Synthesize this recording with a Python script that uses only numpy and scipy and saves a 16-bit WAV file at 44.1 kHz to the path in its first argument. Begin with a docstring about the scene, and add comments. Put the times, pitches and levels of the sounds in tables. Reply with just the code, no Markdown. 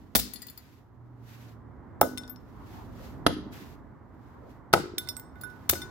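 """A hammer smashes a small hard plastic toy on a concrete path beside a house, close to a hand-held phone.
Cracks are short bursts of uneven noise; the steel head, the toy and a shard ring as sets of fading tones.
Each blow also pushes out a low wave, and the walls return echoes, a soft tail and a low flutter.
Between the swings, shaped noise makes a sleeve swish and a shoe scuff.
The far town is a noise rumble with tyre wash at a level set over time, and one wavering drone swells in it."""
import sys
import numpy as np
from scipy import signal
from scipy.fft import rfft, irfft
from scipy.io import wavfile
from scipy.ndimage import uniform_filter1d

SR = 44100
rng = np.random.default_rng(int(sys.argv[2]) if len(sys.argv) > 2 else 0)


def output_pcm(signal):
    """Save a mono or channel-first signal as 16-bit PCM at the path in sys.argv[1].

    Samples are clipped to [-1, 1] before scaling.
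    """
    pcm = np.clip(np.atleast_2d(signal).T, -1, 1) * 32767
    wavfile.write(sys.argv[1], SR, np.round(pcm).astype(np.int16))


N = 260190
TIME = np.arange(N) / SR  # seconds


def amp(db):
    """Turn decibels into a plain multiplier."""
    return 10 ** (np.asarray(db) / 20)


def curve(rows, column=1):
    """A table column joined by straight lines in time."""
    rows = np.array(rows)
    return np.interp(TIME, rows[:, 0], rows[:, column])


def unit(x):
    """Scale a sound to an average (RMS) level of 1."""
    return x / np.sqrt(np.mean(x ** 2))


def colour(x, points):
    """Make some pitches stronger and others weaker, following (f/Hz, level/dB) points."""
    hz, db = np.transpose(points)
    bins_hz = np.fft.rfftfreq(x.shape[-1], 1 / SR) + 1  # the 1 avoids the log of zero
    gains = amp(np.interp(np.log(bins_hz), np.log(hz), db))
    return irfft(rfft(x) * gains, x.shape[-1])


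def cut(x, hz, kind="low", order=2):
    """Butterworth filter: keep what lies below hz ("low"), above it ("high") or between two ("band")."""
    sections = signal.butter(order, hz, kind, fs=SR, output="sos")
    return signal.sosfilt(sections, x)


def stereo_noise(size, width):
    """Noise at two microphones; width 0 is alike, 1 unrelated."""
    mid, side = rng.standard_normal((2, size))
    return np.array([mid + width * side, mid - width * side]) / np.sqrt(1 + width ** 2)


def pan_gains(pan_db):
    """Left and right multipliers that differ by pan_db (left minus right)."""
    return amp(np.array([[pan_db], [-pan_db]]) / 2)


def add(out, s, sound, pan_db):
    """Mix a stereo sound in at s seconds, towards one side."""
    start = int(s * SR)
    part = sound[:, :N - start] * pan_gains(pan_db)
    out[:, start:start + part.shape[1]] += part


def swell(s, hold_s, rise_s, release_s):
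    """A rise that ends at s, a hold and a release, with rounded corners."""
    before = np.maximum(s - TIME, 0) / rise_s
    after = np.maximum(TIME - s - hold_s, 0) / release_s
    return 1 / np.cosh(np.minimum(2 * (before + after), 20))


def ring(modes, gains_db, scatter_db, apart_hz):
    """A struck body's fading tones, freshly weighted; short waves reach the two microphones out of step."""
    hz, db, t60 = np.transpose(modes)[:, :, None]
    t = TIME[:SR // 2]
    scatter = scatter_db * rng.standard_normal((2, len(hz), 1))
    size = amp(db + np.reshape(gains_db, (-1, 1)) + scatter)
    phase = np.minimum(hz / apart_hz, 1) * np.pi / 4 * rng.choice([-1, 1], hz.shape)
    # complex waves carry pitch and fade together; the imaginary part is what sounds
    waves = np.exp((2j * np.pi * hz - np.log(1000) / t60) * t)
    weights = size * np.exp(1j * np.array([phase, -phase]))
    return (weights[:, :, 0] @ waves).imag


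def favour(modes, hz, boost_db, octaves):
    """The point of contact drives the modes near one pitch hardest (dB per mode)."""
    distance = np.log2(np.array(modes)[:, 0] / hz) / octaves
    return boost_db * np.exp(-distance ** 2)


# basic tone of a fracture, before its treble tilt: f/Hz, level/dB
FRACTURE_COLOUR = [(40, -29.5), (170, 2.5), (500, -2.5), (1000, 0), (1600, 3), (2700, -2.5), (4600, 0.5),
                   (7500, -6.5), (9500, -7.5), (13000, -5), (15500, -3.5)]


def snap(length, tilt_db, spread_db=8.0, fade_s=0.003):
    """A burst of tiny fractures, uneven in size, dying quickly in the plastic."""
    lead = 128  # silent samples at the start, trimmed off after the colouring
    t = TIME[:4096] - lead / SR
    grains = amp(spread_db * np.repeat(rng.standard_normal(256), 16))  # a new size every 16 samples
    fade = np.exp(-np.maximum(t - length, 0) / fade_s)
    noise = stereo_noise(len(t), 1) * (t > 0) * fade * grains
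    # the tilt is in dB per octave and turns around 4000 Hz
    tilted = [(hz, db + tilt_db * np.log2(hz / 4000)) for hz, db in FRACTURE_COLOUR]
    burst = colour(noise, tilted)[:, lead:3072]
    # even out the energy so that long and short bursts are comparably strong
    return burst / np.sqrt(np.sum(burst ** 2) / (2 * SR * (length + fade_s / 2)))


def tick(peak_hz, q=1.4, tilt_db=-0.5):
    """The click of a hard edge on concrete, brightest around one pitch."""
    click = np.zeros((2, SR // 2))
    add(click, 0, cut(snap(0.00091, tilt_db, fade_s=0.0015), 1900, "high"), 0)
    return signal.lfilter(*signal.iirpeak(peak_hz, q, fs=SR), click)


# tone of the background noise: f/Hz, level/dB
BACKGROUND_COLOUR = [(15, -54.5), (25, -22.5), (35, -26), (48, 0.5), (114, 2), (177, -5.5), (260, -1.5),
                     (364, -10.5), (475, -17), (523, -19.5), (1000, -15.5), (2070, -30.5), (2510, -46.5),
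                     (5440, -64), (8000, -58.5), (10400, -86.5), (17600, -120)]
# background level over time, dipping after the first blow as the phone turns itself down;
# before the trims below: t/s, rumble level/dB, tyre noise level/dB
BACKGROUND_LEVELS = [(0.0, -53.5, -61), (0.76, -59.5, -64.5), (2.0, -50.5, -53.5), (2.46, -52, -57),
                     (3.27, -44.5, -51), (4.01, -54.5, -56.5), (5.65, -52, -53), (5.9, -50, -49.5)]


def town(rumble_trim_db=3.0, tyres_trim_db=-3.0, split_hz=500, pan_db=-3):
    """The distant town: noise split into a low rumble and a higher wash of tyres, joined by a drone."""
    air = colour(stereo_noise(N, 0.5), BACKGROUND_COLOUR)
    rumble_level = amp(curve(BACKGROUND_LEVELS) + rumble_trim_db)
    tyres_level = amp(curve(BACKGROUND_LEVELS, column=2) + tyres_trim_db)
    rumble = unit(cut(air, split_hz, order=4)) * rumble_level
    tyres = unit(cut(air, split_hz, "high", order=4)) * tyres_level
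    return (rumble + tyres + drone()) * pan_gains(pan_db)


# tone of cloth rubbing: f/Hz, level/dB
CLOTH_COLOUR = [(500, -10), (1500, 10.5), (4500, 3), (7000, -1.5), (9500, -9), (12500, 1.5), (16000, -6)]
# the sleeve slides as the arm moves: t/s at full speed, hold/s, level/dB at full speed, rise/s
ARM_MOVES = [(0.017, .04, -71.5, 0.062), (0.38, 0.38, -60, 0.19), (1.31, .19, -56.5, 0.062),
             (2.484, 1, -72.5, 0.129), (2.728, 0.11, -59, 0.078), (3.055, 0.056, -56.5, 0.11),
             (3.53, 0.19, -52.5, 0.012), (4.253, 0.15, -75.5, 0.1), (4.514, 0.032, -68, .06),
             (5.454, 0.47, -66, 0.091)]


def sleeve(flutter_db=1.0, rest_db=-82.5, sag_db=7, release_s=0.043, release_share=0.1):
    """Smooth fabric slides with each move of the arm, fading as the arm slows; a gentle move ends gently."""
    smoothed = uniform_filter1d(rng.standard_normal(N), SR // 60)
    unevenness = unit(uniform_filter1d(smoothed, SR // 60))
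    sliding = amp(rest_db)
    for s, hold_s, db, rise_s in ARM_MOVES:
        slowing_db = sag_db * np.clip((TIME - s) / hold_s, 0, 1)
        # a slower rise also gives a longer release
        move = swell(s, hold_s, rise_s, release_s + release_share * rise_s)
        sliding = sliding + amp(db - slowing_db) * move
    cloth = unit(colour(stereo_noise(N, 1.0), CLOTH_COLOUR))
    return cloth * sliding * amp(flutter_db * unevenness)


# plastic fractures: t/s, length/s before the fade, level/dB, treble tilt/dB per octave, left minus right/dB
FRACTURES = [(0.1514, 0.0055, -19, -2, -11.5), (0.1525, 0.014, -15.5, 5.5, 19.5),
             (0.174, 0.009, -44, 8, 52), (0.19, 0.01, -22.5, 5, -1), (2.012, 0.00073, -11.5, 5.5, 4.5),
             (3.264, 0.0021, -18, -9, -2.5), (4.7291, 0.01, -20, -2, 1), (4.7366, .001, -12.5, -2, -2.5),
             (5.691, 0.0022, -35, 3, 7), (5.6932, 0.0022, -9, 3.8, 4), (5.71, 0.0023, -18.5, 13, 13),
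             (5.734, 0.0021, -27.5, -3.5, 1)]


def cracks():
    """The plastic splits under the head in short bursts of noise."""
    out = np.zeros((2, N))
    for s, length, db, tilt_db, pan_db in FRACTURES:
        add(out, s, amp(db) * snap(length, tilt_db), pan_db)
    return out


def contact(x, hz, q):
    """A springy contact passes the lows, rings at its own pitch and loses the treble."""
    w = 2 * SR * np.tan(np.pi * hz / SR)  # places the pitch correctly in the digital filter
    b, a = signal.bilinear([w * w], [1, w / q, w * w], SR)
    return signal.lfilter(b, a, x)


# tones of the hammer's knock: f/Hz, level/dB, time to fade by 60 dB/s
HAMMER_MODES = [(152.4, -17.5, 0.023), (243, -22, 0.0072), (370, -13.5, 0.018), (691.4, -19, 0.064),
                (850, -2.5, 0.0077), (1281, -3, 0.023), (1500, -17.5, 0.016), (1842, -10.5, 0.0046),
                (2670, -21.5, 0.0066), (3260, -6, 0.011), (5370, -17, 0.013), (10920, -4, 0.058),
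                (12480, -5, .035)]
# steel head meets the slab: t/s, knock level/dB, contact resonance f/Hz (low when plastic cushions it),
# left minus right/dB, thump f/Hz, thump level/dB
HAMMER_BLOWS = [(0.152, -21, 1500, 3.5, 235, -23.5), (0.1614, -17, 498.4, 14.5, 57.3, -34.5),
                (2.0142, -0.5, 722, -0.5, 854, -4.5), (2.0297, -14.5, 978, -4.5, 263, -22.5),
                (3.2653, -3.5, 4020, 1, 283, -14.5), (4.7371, -1.5, 1700, 0.5, 350, -17.5),
                (5.6965, -21.5, 4600, -4, 84.7, -30), (5.73, -19.5, 640, -2, 356, -27)]


def hammer(q=1.1, grit_db=-13, low_cut_hz=70):
    """The head and handle knock on the slab and crush its grit; a cushioned blow is duller."""
    out = np.zeros((2, N))
    modes = np.array(HAMMER_MODES)
    # each group of three modes swings against its neighbours
    signs = (-1) ** (np.arange(len(modes)) // 3)
    for s, db, contact_hz, pan_db, _, _ in HAMMER_BLOWS:
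        knock = np.zeros((2, SR // 2))
        for sign in (-1, 1):
            knock += sign * ring(modes[signs == sign], 0, scatter_db=4.0, apart_hz=2370)
        grit = amp(grit_db) * snap(0.0046, 0.0)
        add(knock, 0, grit, 0)
        add(out, s, amp(db) * contact(knock, contact_hz, q), pan_db)
    return cut(out, low_cut_hz, "high", order=3)


def thumps(cycles=2.8, low_cut_hz=35):
    """Each blow shoves the air: a wave that is gone in a few cycles."""
    out, t = np.zeros((2, N)), TIME[:SR // 4]
    for s, _, _, pan_db, hz, db in HAMMER_BLOWS:
        wave = np.sin(2 * np.pi * hz * t) * np.exp(-hz * t / cycles)
        add(out, s, amp(db) * wave * np.ones((2, 1)), pan_db)
    return cut(out, low_cut_hz, "high")


# tones of the toy, its two lowest bends first: f/Hz, level/dB, time to fade by 60 dB/s
TOY_MODES = [(1482, -7, 0.38), (2065, -16, 0.09), (3600, -4.5, 0.11), (5400, -6.5, 0.094),
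             (7553, -26, 0.033), (8290, -6, .07), (8807, -12, 0.028), (9550, -9, .06), (10850, -3.5, 0.072),
             (12560, -11, 0.023), (13405, -5.5, 0.11), (15100, -7, .05), (14800, -12, .06)]
# the toy is struck or lands: t/s, level/dB of the whole hit, boost of the two lowest bends/dB,
# favoured f/Hz, tick level/dB within the hit, left minus right/dB
TOY_LANDINGS = [(.154, -41.5, -24, 3600, -15, -24), (2.0135, -25, -5, 15100, -7.5, 10.5),
                (2.1746, -40, 12.5, 3600, 13, 5.5), (2.181, -42.5, -24, 5400, 16.5, 6.5),
                (2.235, -56.5, 16, 3600, 15, 6.5), (2.2778, -59, 12, 5400, 16, 7.5),
                (2.297, -50.5, 7, 13400, -3, 10), (2.360, -66.5, 4.5, 5400, 14, 17),
                (4.731, -29.5, -25, 10850, -26, 3.5), (4.981, -34.5, 1.5, 3600, 16, -6),
                (4.9828, -29, -15, 10850, 12, -1), (5.073, -50.5, 15.5, 3600, 9, -8.5),
                (5.088, -31, -10.5, 5400, 5.5, -5), (5.166, -53, -4.5, 15300, 19.5, 1),
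                (5.1675, -48.5, 11, 8290, 10, -11), (5.197, -44, -3.5, 14800, 9, 0),
                (5.357, -68, 23.5, 3600, -8, -5), (5.4115, -52, 0.5, 10850, 5.5, 4),
                (5.4356, -42, 4, 7600, -6, -9), (5.5005, -60.5, 7, 9640, 5, 9),
                (5.695, -27, -15, 13400, -20, -1.5), (5.754, -47, 18, 5400, 10.5, -6.5),
                (5.818, -41, 9, 3600, 2, -3)]


def toy(ring_trim_db=-5.0):
    """Each hit ticks and rings the toy: a corner excites high modes, a flat side its lowest bends."""
    out = np.zeros((2, N))
    bends = np.arange(len(TOY_MODES)) < 2
    for s, db, bend_db, favoured_hz, tick_db, pan_db in TOY_LANDINGS:
        near_db = favour(TOY_MODES, favoured_hz, boost_db=14.5, octaves=0.07)
        ringing = ring(TOY_MODES, bend_db * bends + near_db + ring_trim_db, scatter_db=6.5, apart_hz=3000)
        hit = ringing + amp(tick_db) * tick(favoured_hz)
        add(out, s, amp(db) * hit, pan_db)
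    return out


# soft tail of the yard: f/Hz, level/dB, time to fade by 60 dB/s
YARD_TAIL = [(60, -4.5, 0.26), (261.2, -6.5, 0.35), (600, -7.5, 0.12), (1100, -23.5, 0.39),
             (2200, -15, 0.43), (5000, -12, .42), (9000, -10.5, 0.23), (15000, -19.5, .28)]
# separate echoes: delay t/s, level/dB, treble cut-off f/Hz
WALL_ECHOES = [(0.0144, -25, 1843), (0.0404, -18.5, 900)]


def yard(dry, build_s=0.015):
    """Wall echoes and a diffuse tail from paving and bushes, each pitch band fading at its own rate."""
    t = TIME[:SR * 3 // 4]
    hz, db, t60 = np.transpose(YARD_TAIL)
    bins = np.log(np.fft.rfftfreq(len(t), 1 / SR) + 1)
    response = np.zeros((2, len(t)))
    # each row of the identity matrix picks one band, which overlaps its neighbours
    for k, share in enumerate(np.eye(len(hz))):
        noise = stereo_noise(len(t), min(.5 + hz[k] / 3000, 1))  # low sound is more alike on both sides
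        band = irfft(rfft(noise) * np.sqrt(np.interp(bins, np.log(hz), share)), len(t))
        fade = np.exp(-np.log(1000) * t / t60[k]) * (1 - np.exp(-t / build_s))
        response += amp(db[k]) * band * fade / np.linalg.norm(fade)
    out = signal.fftconvolve(dry, response, axes=1)[:, :N]
    for delay, echo_db, top_hz in WALL_ECHOES:
        add(out, delay, amp(echo_db) * cut(dry, top_hz), 0)
    return out


def flutter(dry, db=-7, t60=0.75, uneven_db=4.0, trip_s=.0198, band_hz=(190, 420)):
    """Low sound shuttles between two facing walls; its evenly timed returns build a row of standing waves."""
    trips = trip_s * np.arange(1, 30)
    # rough walls return each round trip a little stronger or weaker
    sizes = amp(db + uneven_db * rng.standard_normal(len(trips)))
    response = np.zeros((1, SR))
    response[0, (trips * SR).astype(int)] = sizes * np.exp(-np.log(1000) * trips / t60)
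    lows = cut(dry, band_hz, "band", order=3)
    return signal.fftconvolve(lows, response, axes=1)[:, :N]


# tones of the shard: f/Hz, level/dB, time to fade by 60 dB/s
SHARD_MODES = [(1950, -15, 0.15), (3530, -8, 0.065), (4257, -6.5, 0.15), (4470, -6, 0.1), (4890, 0.5, 0.07),
               (6850, -6, 0.083), (7500, -3, 0.05), (8700, -4, 0.023), (10700, -4.5, 0.072),
               (11460, -5.5, 0.065), (13400, -2.5, 0.053), (13555, -20, .05), (15000, -3, 0.05),
               (15445, -15, 0.035)]
# a shard skips over the slab: t/s, level/dB of the whole hit, favoured f/Hz, left minus right/dB
SHARD_SKIPS = [(.336, -41.5, 12400, 9), (0.3587, -43, 3600, 9), (.419, -60, 13000, 39),
               (0.421, -58, 8100, 23), (0.428, -42, 1950, 1), (0.468, -51, 15100, 12),
               (0.485, -47, 3940, 1), (0.499, -48.5, 13200, 8), (0.5759, -47, 13300, 7.5),
               (5.413, -48, 15200, -2)]


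def shard(tick_db=4, other_modes_db=-5):
    """A broken-off piece clinks away, favouring a different pitch for each edge it lands on."""
    out = np.zeros((2, N))
    for s, db, favoured_hz, pan_db in SHARD_SKIPS:
        gains_db = other_modes_db + favour(SHARD_MODES, favoured_hz, boost_db=15.5, octaves=0.26)
        ringing = ring(SHARD_MODES, gains_db, scatter_db=3.0, apart_hz=3000)
        hit = ringing + amp(tick_db) * tick(favoured_hz)
        add(out, s, amp(db) * hit, pan_db)
    return out


def drone(hum_hz=116, s=1.2, hold_s=0.27, rise_s=0.38, release_s=0.23, db=-47):
    """A distant hum with a slowly wandering pitch swells once and goes."""
    waver = unit(cut(rng.standard_normal(N), 2.03))
    pitch_hz = hum_hz * (1 + 0.022 * waver)
    tone = np.sin(2 * np.pi * np.cumsum(pitch_hz) / SR)
    return amp(db) * swell(s, hold_s, rise_s, release_s) * tone


# a shoe shifts softly on the paving: t/s, resonance f/Hz, level/dB
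SHOE_SCUFFS = [(2.601, 972, -55), (2.771, 850, -51), (3.019, 535, -54), (4.34, 1030, -59), (4.44, 516, -54)]


def scuffs(q=2.05, hold_s=0.051, rise_s=0.068, release_s=0.013):
    """A rubber sole rubs briefly: noise through a dull resonance."""
    out = np.zeros((2, N))
    for s, hz, db in SHOE_SCUFFS:
        sole = signal.iirpeak(hz, q, fs=SR)
        rub = stereo_noise(N, 0.85)
        for _ in range(2):  # two passes narrow the resonance
            rub = signal.lfilter(*sole, rub)
        out += amp(db) * swell(s, hold_s, rise_s, release_s) * unit(rub)
    return out


def scene(pieces_echo_db=-4, knock_flutter_db=-9):
    """The blows and bounces, their echoes, and the quiet around them."""
    blows = hammer() + cracks()
    pieces = toy() + shard()
    push = thumps()
    # pieces lying on the ground send less sound to the walls
    echoes = yard(blows + amp(pieces_echo_db) * pieces)
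    # it is mostly the low push that shuttles between the walls
    echoes += flutter(push + amp(knock_flutter_db) * blows)
    return blows + pieces + push + echoes + sleeve() + scuffs() + town()


def record(dry, ceiling=.8, top_hz=15900):
    """The phone rounds the loudest peaks towards a ceiling and cuts the top of the treble."""
    rounded = ceiling * np.tanh(dry / ceiling)
    # steep low-pass: 0.2 dB ripple below the edge, 70 dB down above it
    low_pass = signal.ellip(8, .2, 70, top_hz, fs=SR, output="sos")
    return signal.sosfilt(low_pass, rounded)


dry = scene()
out = record(dry)
output_pcm(out)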